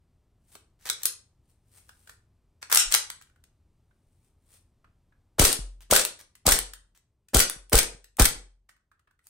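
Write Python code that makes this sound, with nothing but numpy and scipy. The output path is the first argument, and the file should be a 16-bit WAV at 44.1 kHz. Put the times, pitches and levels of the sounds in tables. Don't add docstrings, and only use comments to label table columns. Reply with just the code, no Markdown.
import sys
import numpy as np
from scipy import signal
from scipy.fft import rfft, irfft, next_fast_len
from scipy.io import wavfile
from scipy.ndimage import uniform_filter1d, minimum_filter1d

SR = 44100
rng = np.random.default_rng(int(sys.argv[2]) if len(sys.argv) > 2 else 0)


def output_pcm(signal):
    pcm = np.clip(np.atleast_2d(signal).T, -1, 1) * 32767
    wavfile.write(sys.argv[1], SR, np.round(pcm).astype(np.int16))


N = 409688


def amp(db):
    return 10 ** (np.asarray(db) / 20)


def unit(x):
    return x / np.sqrt(np.mean(x ** 2) + 1e-20)


def along(points, hz):
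    point_hz, values = np.transpose(points)
    return np.interp(np.log(hz + 1), np.log(point_hz + 1), values)


def filtered(x, gain):
    length = x.shape[-1]
    size = next_fast_len(length + SR // 20)
    spectrum = rfft(x, size) * gain(np.fft.rfftfreq(size, 1 / SR))
    return irfft(spectrum, size)[..., :length]


def noise(spectrum, size):
    white = rng.standard_normal(size)
    return unit(filtered(white, lambda hz: amp(along(spectrum, hz))))


def pair(draw, apart):
    common = draw()
    difference = apart * np.array([[1], [-1]]) * draw()
    return (common + difference) / np.hypot(1, apart)


def fade(t, t60):
    return np.exp(-np.log(1000) * t / np.maximum(t60, 1e-4))


def burst(t, length):
    return t / length * np.exp((1 - (t / length) ** 2) / 2)


def chatter(size, depth_db):
    grip = unit(uniform_filter1d(rng.standard_normal(size), size=110))
    return unit(amp(depth_db * grip))


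def add(track, s, x):
    start = max(round(s * SR), 0)
    part = track[..., start:start + x.shape[-1]]
    part += x[..., :part.shape[-1]]


# (frequency [Hz], gain [dB])
FLOOR_SPECTRUM = [(12, -30.5), (20, -5.5), (86, -2.5), (198, -17), (422, -23.5), (472, -28.5), (574, -27.5),
                  (1260, -34.5), (1480, -38.5), (14300, -48.5), (16000, -63.5)]


def floor():
    level_db = np.interp(np.arange(N) / SR, [5.4, 8.4], [-66.5, -78])
    return amp(level_db) * pair(lambda: noise(FLOOR_SPECTRUM, size=N), apart=0.053)


# (frequency [Hz], decay by 60 dB [s])
ROOM_T60 = [(100, 0.31), (400, 0.38), (1500, 0.31), (5000, 0.29), (9000, 0.28), (15000, 0.073)]


def room_tail():
    hz, t, bands = signal.stft(rng.standard_normal(SR // 2), SR, nperseg=256)
    decaying = bands * fade(t, along(ROOM_T60, hz)[:, None])
    tail = signal.istft(decaying, SR, nperseg=256)[1]
    tail_t = np.arange(len(tail)) / SR
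    tail = tail * (1 - np.exp(-(tail_t / 0.0032) ** 2))
    return tail / np.linalg.norm(tail)


# (frequency [Hz], gain [dB])
ROOM_GAIN = [(40, -17), (130, -12.5), (310, -7), (430, -3), (650, -7), (1200, -4.5), (3000, -1),
             (8500, -3.5), (15000, -0.5)]
# (frequency [Hz], side over mid [dB])
ROOM_WIDTH = [(120, -14), (400, -5.5), (1500, -0.5), (6000, 1), (13000, -4)]


def room(x):
    out, step = np.zeros((2, N)), SR // 25
    tails = [np.array([room_tail(), room_tail()]) for _ in range(7)]
    for k, start in enumerate(range(0, N, step)):
        tail = tails[k % len(tails)]
        add(out, start / SR, signal.fftconvolve(x[None, start:start + step], tail, axes=1))

    def mid_side_gain(hz):
        width = np.array([np.ones_like(hz), amp(along(ROOM_WIDTH, hz))])
        return amp(along(ROOM_GAIN, hz)) * width / np.linalg.norm(width, axis=0)

    mid, side = filtered(out, mid_side_gain)
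    return np.array([mid + side, mid - side])


# (time of the peak [s], relative level [dB], rise [s])
STROKES = [(0.534, -54, 0.102), (1.504, -71, 0.11), (1.782, -56.5, 0.15), (1.9, -64, 0.203),
           (2.111, -62, 0.5), (4.28, -77, .8), (4.542, -56, 0.13), (9.262, -65.5, 0.058)]
# (frequency [Hz], gain [dB])
SKIN_SPECTRUM = [(300, -8), (1500, -8), (4000, -8), (7000, -7), (9000, 0), (15000, -9)]
STROKE_SWELL_DB, STROKE_RELEASE_S = 31, 0.19


def rubbing():
    t = np.arange(N) / SR
    strokes_db = []
    for s, db, rise in STROKES:
        swell_db = STROKE_SWELL_DB * (s - t) / rise
        release_db = 60 * (t - s) / STROKE_RELEASE_S
        strokes_db.append(db - np.where(t < s, swell_db, release_db))
    level = amp(np.max(strokes_db, axis=0) - 0.5)
    return level * chatter(N, depth_db=3.5) * pair(lambda: noise(SKIN_SPECTRUM, size=N), apart=0.4)


# (time [s], relative level of the hollow body [dB], relative level of the tick [dB])
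TAPS = [(0.5516, -46, -46), (1.8911, -45, -53.5), (2.0727, -48, -54.5), (2.0936, -41.5, -48),
        (3.2116, -48, -56), (3.2214, -58, -52), (3.4386, -58.5, -57), (3.9084, -62.5, -92),
        (4.8429, -53, -79), (5.1213, -63.5, -90), (6.3525, -54.5, -51.5), (6.7346, -43.5, -39),
        (7.2848, -59, -55), (8.0426, -55, -50), (8.6906, -50, -59), (8.9146, -58, -73.5),
        (9.0723, -57.5, -82.5)]
# (start [s], end [s])
FIDGETS = [(3.13, 3.42), (8.76, 9.24)]
# (frequency [Hz], gain [dB])
HOLLOW_SPECTRUM = [(250, -22), (1000, -14), (1450, -1), (1850, 0), (2200, -11), (5000, -28.5), (12000, -58)]
# (frequency [Hz], gain [dB])
TICK_SPECTRUM = [(800, -21.5), (3000, -1.5), (6500, -4), (8600, -2), (15000, -6.5)]
FIDGET_COUNT, FIDGET_BODY_DB, FIDGET_TICK_DB = 4, -63.5, -75.5
TAP_S, SOFT_TAP_S = .002, 0.0041


def taps():
    out, t = np.zeros((2, N)), np.arange(SR // 10) / SR
    faint = []
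    for start, end in FIDGETS:
        for k in range(FIDGET_COUNT):
            s = start + (end - start) * (k + rng.random()) / FIDGET_COUNT
            faint.append((s, FIDGET_BODY_DB, FIDGET_TICK_DB))
    for s, body_db, tick_db in list(TAPS) + faint:
        shift = rng.uniform(0.84, 1.08)
        grip = [(hz * shift, db) for hz, db in HOLLOW_SPECTRUM]
        length = np.interp(body_db - tick_db, [0, 20], [TAP_S, SOFT_TAP_S])
        body_shape = burst(t, length) + amp(-12) * fade(t, 0.09)
        body = pair(lambda: noise(grip, size=len(t)), apart=0.7) * body_shape
        tick_shape = burst(t, length) + amp(-8) * fade(t, .08)
        tick = pair(lambda: noise(TICK_SPECTRUM, size=len(t)), apart=1.0) * tick_shape
        add(out, s, amp(body_db - 4.5) * body + amp(tick_db + 0.5) * tick)
    return out


# (frequency [Hz], gain [dB])
BODY_SPECTRUM = [(100, -11), (230, -5), (420, -0.5), (700, -2), (1200, -6.5), (2200, -16.5), (6000, -23.5)]
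# (time [s], level [dB])
BUMPS = [(0.553, -46), (0.858, -44.5), (0.897, -39), (1.055, -42)]


def bumps():
    out, t = np.zeros((2, N)), np.arange(SR // 10) / SR
    for s, db in BUMPS:
        clunk = pair(lambda: noise(BODY_SPECTRUM, size=len(t)), apart=0.42) * burst(t, length=.003)
        add(out, s, amp(db) * clunk)
    return out


# (frequency [Hz], gain [dB])
METAL_SPECTRUM = [(150, -31), (450, -12.5), (900, -2), (1900, 2), (2700, -2.5), (4000, -3), (6500, -1),
                  (8400, -4), (11000, -3.5), (15000, -6)]
# (start [s], end [s], level at the start [dB], level at the end [dB])
SCRAPES = [(0.791, 0.857, -68, -58), (0.854, 0.894, -36.5, -43.5), (0.991, 1.057, -61, -44),
           (2.615, 2.624, -61, -44), (2.704, 2.728, -43, -22.5), (2.727, 2.781, -28.5, -22),
           (2.907, 2.953, -38.5, -25), (5.807, 5.835, -57, -56.5), (6.19, 6.213, -45.5, -53),
           (6.948, 6.976, -67, -61), (8.689, 8.715, -60.5, -75.5)]


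def scrapes():
    out = np.zeros((2, N))
    for start, end, start_db, end_db in SCRAPES:
        size = max(round((end - start) * SR), 256)
        drag = amp(np.linspace(start_db, end_db, size)) * chatter(size, depth_db=4.0)
        add(out, start, drag * pair(lambda: noise(METAL_SPECTRUM, size=size), apart=0.45))
    return out


# (mean frequency [Hz], width [Hz], mean level [dB])
FRAME_MODES = [(1440, 190, 5), (1880, 61, 1), (3440, 250, -4), (5956, 560, -6), (8200, 250, -1.5),
               (10800, 870, -3)]


def frame_ring(size):
    modes = [(centre * rng.normal(1, 0.038), width, db + rng.normal(0, 4.2))
             for centre, width, db in FRAME_MODES]

    def response(hz):
        return sum(amp(db) / (1 + ((hz - centre) / width) ** 2) for centre, width, db in modes)

    return unit(filtered(rng.standard_normal(size), response))


def contact(knock_db, edge_db, note_hz, note_db, length, ring_db, ring_t60, apart):
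    t = np.arange(SR // 10) / SR
    crack = pair(lambda: noise(METAL_SPECTRUM, size=len(t)), apart) * burst(t, length)
    ring_shape = fade(t, ring_t60) * np.minimum(t / length, 1)
    ring = pair(lambda: frame_ring(size=len(t)), apart) * ring_shape
    hardness = [(1800, knock_db), (3500, 0.00021), (7500, 0.00077), (11000, edge_db)]

    def colour(hz):
        note = note_db / (1 + ((hz - note_hz) / (0.11 * note_hz)) ** 2)
        return amp(along(hardness, hz) + note)

    hit = filtered(crack + amp(ring_db) * ring, colour)
    return hit / np.std(hit[:, t < .003])


# (time [s], relative level [dB])
TRIGGER_CLICKS = [(5.5279, -14.5), (6.0503, -16), (6.589, -17.5), (7.4974, -20.5), (7.6962, -43),
                  (7.83, -23), (8.1691, -39), (8.2884, -25.5), (9.269, -45)]


def trigger():
    out = np.zeros((2, N))
    for s, db in TRIGGER_CLICKS:
        snap = contact(knock_db=-5.5, edge_db=6.5, note_hz=9000, note_db=5, length=0.0011,
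                       ring_db=-24.0, ring_t60=0.059, apart=0.52)
        add(out, s, amp(db - 0.5) * snap)
    return out


# (time [s], relative level [dB], relative knock [dB], relative edge [dB],
#  strongest resonance [Hz], its height [dB], lead of the catch [s])
HAND_CLACKS = [(0.8985, -21, -10.5, -3.5, 3840, 13, 0.0088), (1.0547, -13.5, -14.5, 4.5, 6900, 2.5, .022),
               (2.6271, -37.5, 4.5, -7, 4560, 6, .003), (2.6986, -39, 5, -1.5, 1808, 7, .001),
               (2.7251, -12, -2.5, 1, 1199, 5.5, .010), (2.7467, -14, -12.5, 6, 9076, 5, .0048),
               (2.7726, -4, -11.5, -3.5, 8440, 4, .016), (2.9224, -20, -8.5, -2.5, 8040, 5, .008),
               (2.9401, -14, -11, -5, 6200, 5.5, .002), (2.9477, -12, -6, 0.5, 2037, 8.5, .005),
               (3.101, -33, -3, -5.5, 8400, 4.5, .002)]
CATCH_DB, CATCH_KNOCK_DB = -13.5, 3
VALVE_S, REAR_STOP_S = 0.0017, .024
FEED_LEAD_S, BOUNCE_S = .009, .003
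HAMMER_DB, VALVE_DB = -17.5, -16.5
FEED_DB, BOUNCE_DB = -4.5, 0.5
HAMMER_EDGE_DB, SHOT_NOTE_DB = 0, 4.5
REAR_KNOCK_DB, REAR_EDGE_DB, REAR_HZ = -9, .5, 8856
SHUT_KNOCK_DB, SHUT_EDGE_DB, SHUT_HZ = -7, 0, 2020


def contacts():
    for s, db, knock_db, edge_db, note_hz, note_db, lead in HAND_CLACKS:
        yield s - lead, db + CATCH_DB, knock_db + CATCH_KNOCK_DB, edge_db, note_hz, note_db
        yield s, db, knock_db, edge_db, note_hz, note_db
    rear = REAR_KNOCK_DB, REAR_EDGE_DB, REAR_HZ, SHOT_NOTE_DB
    shut = SHUT_KNOCK_DB, SHUT_EDGE_DB, SHUT_HZ, SHOT_NOTE_DB
    for s, knock_db, hammer_hz, rear_db, travel, shut_db, *_ in SHOTS:
        hammer = knock_db, HAMMER_EDGE_DB, hammer_hz, SHOT_NOTE_DB
        yield (s, HAMMER_DB, *hammer)
        yield (s + VALVE_S, VALVE_DB, *hammer)
        yield (s + REAR_STOP_S, rear_db, *rear)
        yield (s + travel - FEED_LEAD_S, shut_db + FEED_DB, *rear)
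        yield (s + travel, shut_db, *shut)
        yield (s + travel + BOUNCE_S, shut_db + BOUNCE_DB, *shut)


def clacks():
    out = np.zeros((2, N))
    for s, db, knock_db, edge_db, note_hz, note_db in contacts():
        hit = contact(knock_db + 1.5, edge_db + 4, note_hz, note_db, length=0.0017,
                      ring_db=-11.5, ring_t60=0.083, apart=1.0)
        add(out, s, amp(db + 3.5) * hit)
    return out


# (time of the peak [s], peak level [dB], width [s])
PUFFS = [(2.885, -35, .013), (5.441, -17, 0.0059), (5.985, -41.5, .009), (6.532, -22, 0.0089),
         (7.371, -8, 0.0076), (7.762, -10, 0.0096), (8.228, -8, .009)]
# (time [s], thud level [dB], boom level [dB])
THUDS = [(5.591, -24.5, -28), (6.58, -54, -35.5), (7.563, -37, -44), (7.827, -45.5, -38.5),
         (7.947, -39, -61.5), (8.353, -42, -39.5)]


def buffets():
    out, t = np.zeros(N), np.arange(SR) / SR
    for s, db, width in PUFFS:
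        u = (t - .5) / width
        add(out, s - .5, amp(db) * (1 - 2 * u ** 2) * np.exp(-u ** 2))
    boom_hz, thud_hz = 44, 130
    boom = np.sin(2 * np.pi * boom_hz * t) * fade(t, 0.62) * np.minimum(t * boom_hz, 1)
    thud = np.sin(2 * np.pi * thud_hz * t) * fade(t, 0.02)
    for s, thud_db, boom_db in THUDS:
        add(out, s, amp(boom_db) * boom)
        add(out, s, amp(thud_db) * thud)
    return out


def blast(t60, start_hz, stretch):
    t = np.arange(SR // 5) / SR
    cycles = start_hz * stretch * np.log1p(t / stretch)
    return np.sin(2 * np.pi * cycles) * fade(t, t60)


def uncork(pop_hz, chamber_hz, chamber_db):
    t = np.arange(SR // 10) / SR
    pop = -np.sin(2 * np.pi * pop_hz * t) * np.exp(-((t - .0012) / 0.0013) ** 2)
    pitch = chamber_hz + (pop_hz - chamber_hz) * np.exp(-t / 0.0054)
    chamber = np.sin(2 * np.pi * np.cumsum(pitch) / SR) * fade(t, 0.15)
    return pop + amp(chamber_db) * chamber


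# (frequency [Hz], gain [dB])
GAS_SPECTRUM = [(130, -14), (280, -7.5), (450, -4.5), (900, -12.5), (1500, -11.5), (2400, -13), (4000, -9),
                (7000, -9), (8500, -6.5), (15000, -17.5)]
GAS_DELAY_S, BLAST_T60_S = .0025, 0.27
GAS_SAG_T60_S = 1
# (hammer falls [s], its relative knock [dB], its resonance [Hz], relative level of the rear stop [dB],
#  slide shuts after [s], relative level of shutting [dB], blast level [dB], cylinder uncorks after [s],
#  pop level [dB], relative hiss level [dB], full hiss lasts [s])
SHOTS = [(5.3935, -5.5, 3000, -21, .0555, -16, -13, .021, -14.5, -17, .14),
         (5.9104, -10, 7030, -12.5, .051, -13.5, -25.5, .014, -7, -18, 0.11),
         (6.4645, -14, 8400, -13.5, .055, -15, -19.5, .014, -10.5, -19.5, .10),
         (7.3441, -9.5, 7650, -13, .057, -12, -15, .012, -12.5, -18.5, .066),
         (7.7296, -2, 1190, -15.5, .057, -15, -14.5, 0.012, -11.5, -18.5, .055),
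         (8.1957, -2, 1200, -14.5, .0575, -16, -13, .012, -15, -18, 0.019)]


def shots():
    out, t = np.zeros((2, N)), np.arange(SR // 4) / SR
    for s, *_, blast_db, uncorks, pop_db, hiss_db, hold in SHOTS:
        valve, opened = s + GAS_DELAY_S, s + uncorks
        clunk = pair(lambda: noise(BODY_SPECTRUM, size=len(t)), apart=0.16) * burst(t, length=0.0094)
        add(out, valve - .014, amp(blast_db - 12.5) * clunk)
        recoil = pair(lambda: noise(BODY_SPECTRUM, size=len(t)), apart=.2) * burst(t, length=.006)
        add(out, opened, amp(-23) * recoil)
        add(out, valve, amp(blast_db) * blast(BLAST_T60_S, start_hz=1127, stretch=.00068))
        add(out, opened, amp(pop_db) * uncork(pop_hz=562, chamber_hz=1576, chamber_db=-12.0))
        rise = .012
        flow = np.minimum(t / rise, 1) ** 2 * fade(np.maximum(t - rise - hold, 0), .05)
        rattle = chatter(len(t), depth_db=3)
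        hiss = rattle * pair(lambda: noise(GAS_SPECTRUM, size=len(t)), apart=0.56)
        add(out, valve - rise, amp(hiss_db - 3.5) * flow * fade(t, GAS_SAG_T60_S) * hiss)
    return out


def scene():
    pistol = clacks() + bumps() + taps() + scrapes() + shots() + rubbing()
    clicks = trigger()
    wet = room((amp(-1.0) * pistol + amp(-2.0) * clicks).mean(axis=0))
    return pistol + clicks + wet + buffets() + floor()


# (frequency [Hz], width [Hz], depth [dB])
PORT_DIPS = [(11240, 460, -11.5), (13550, 130, -18.5)]
# (frequency [Hz], left minus right [dB])
PORT_LEAN = [(500, 1), (1200, -1.5), (3000, 0), (7000, 0), (8300, 13), (9800, 2.5), (14000, -1.5)]
PORT_LAG_S, TOP_HZ = .000015, 15900


def record(dry):
    side = np.array([[.5], [-.5]])

    def ports(hz):
        dips_db = sum(db * np.exp(-((hz - centre) / width) ** 2) for centre, width, db in PORT_DIPS)
        lag = np.exp(-2j * np.pi * hz * PORT_LAG_S * side)
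        return amp(dips_db + side * along(PORT_LEAN, hz)) * lag

    x = filtered(dry, ports)
    excess_db = 20 * np.log10(np.maximum(np.abs(x).max(axis=0) / .92, 1))
    recovery_db = 400 * np.arange(N) / SR
    duck_db = recovery_db - np.maximum.accumulate(excess_db + recovery_db)
    gain = uniform_filter1d(minimum_filter1d(amp(duck_db), size=40), size=40)
    return filtered(x * gain, lambda hz: 1 / (1 + (hz / TOP_HZ) ** 120))


dry = scene()
out = record(dry)
output_pcm(out)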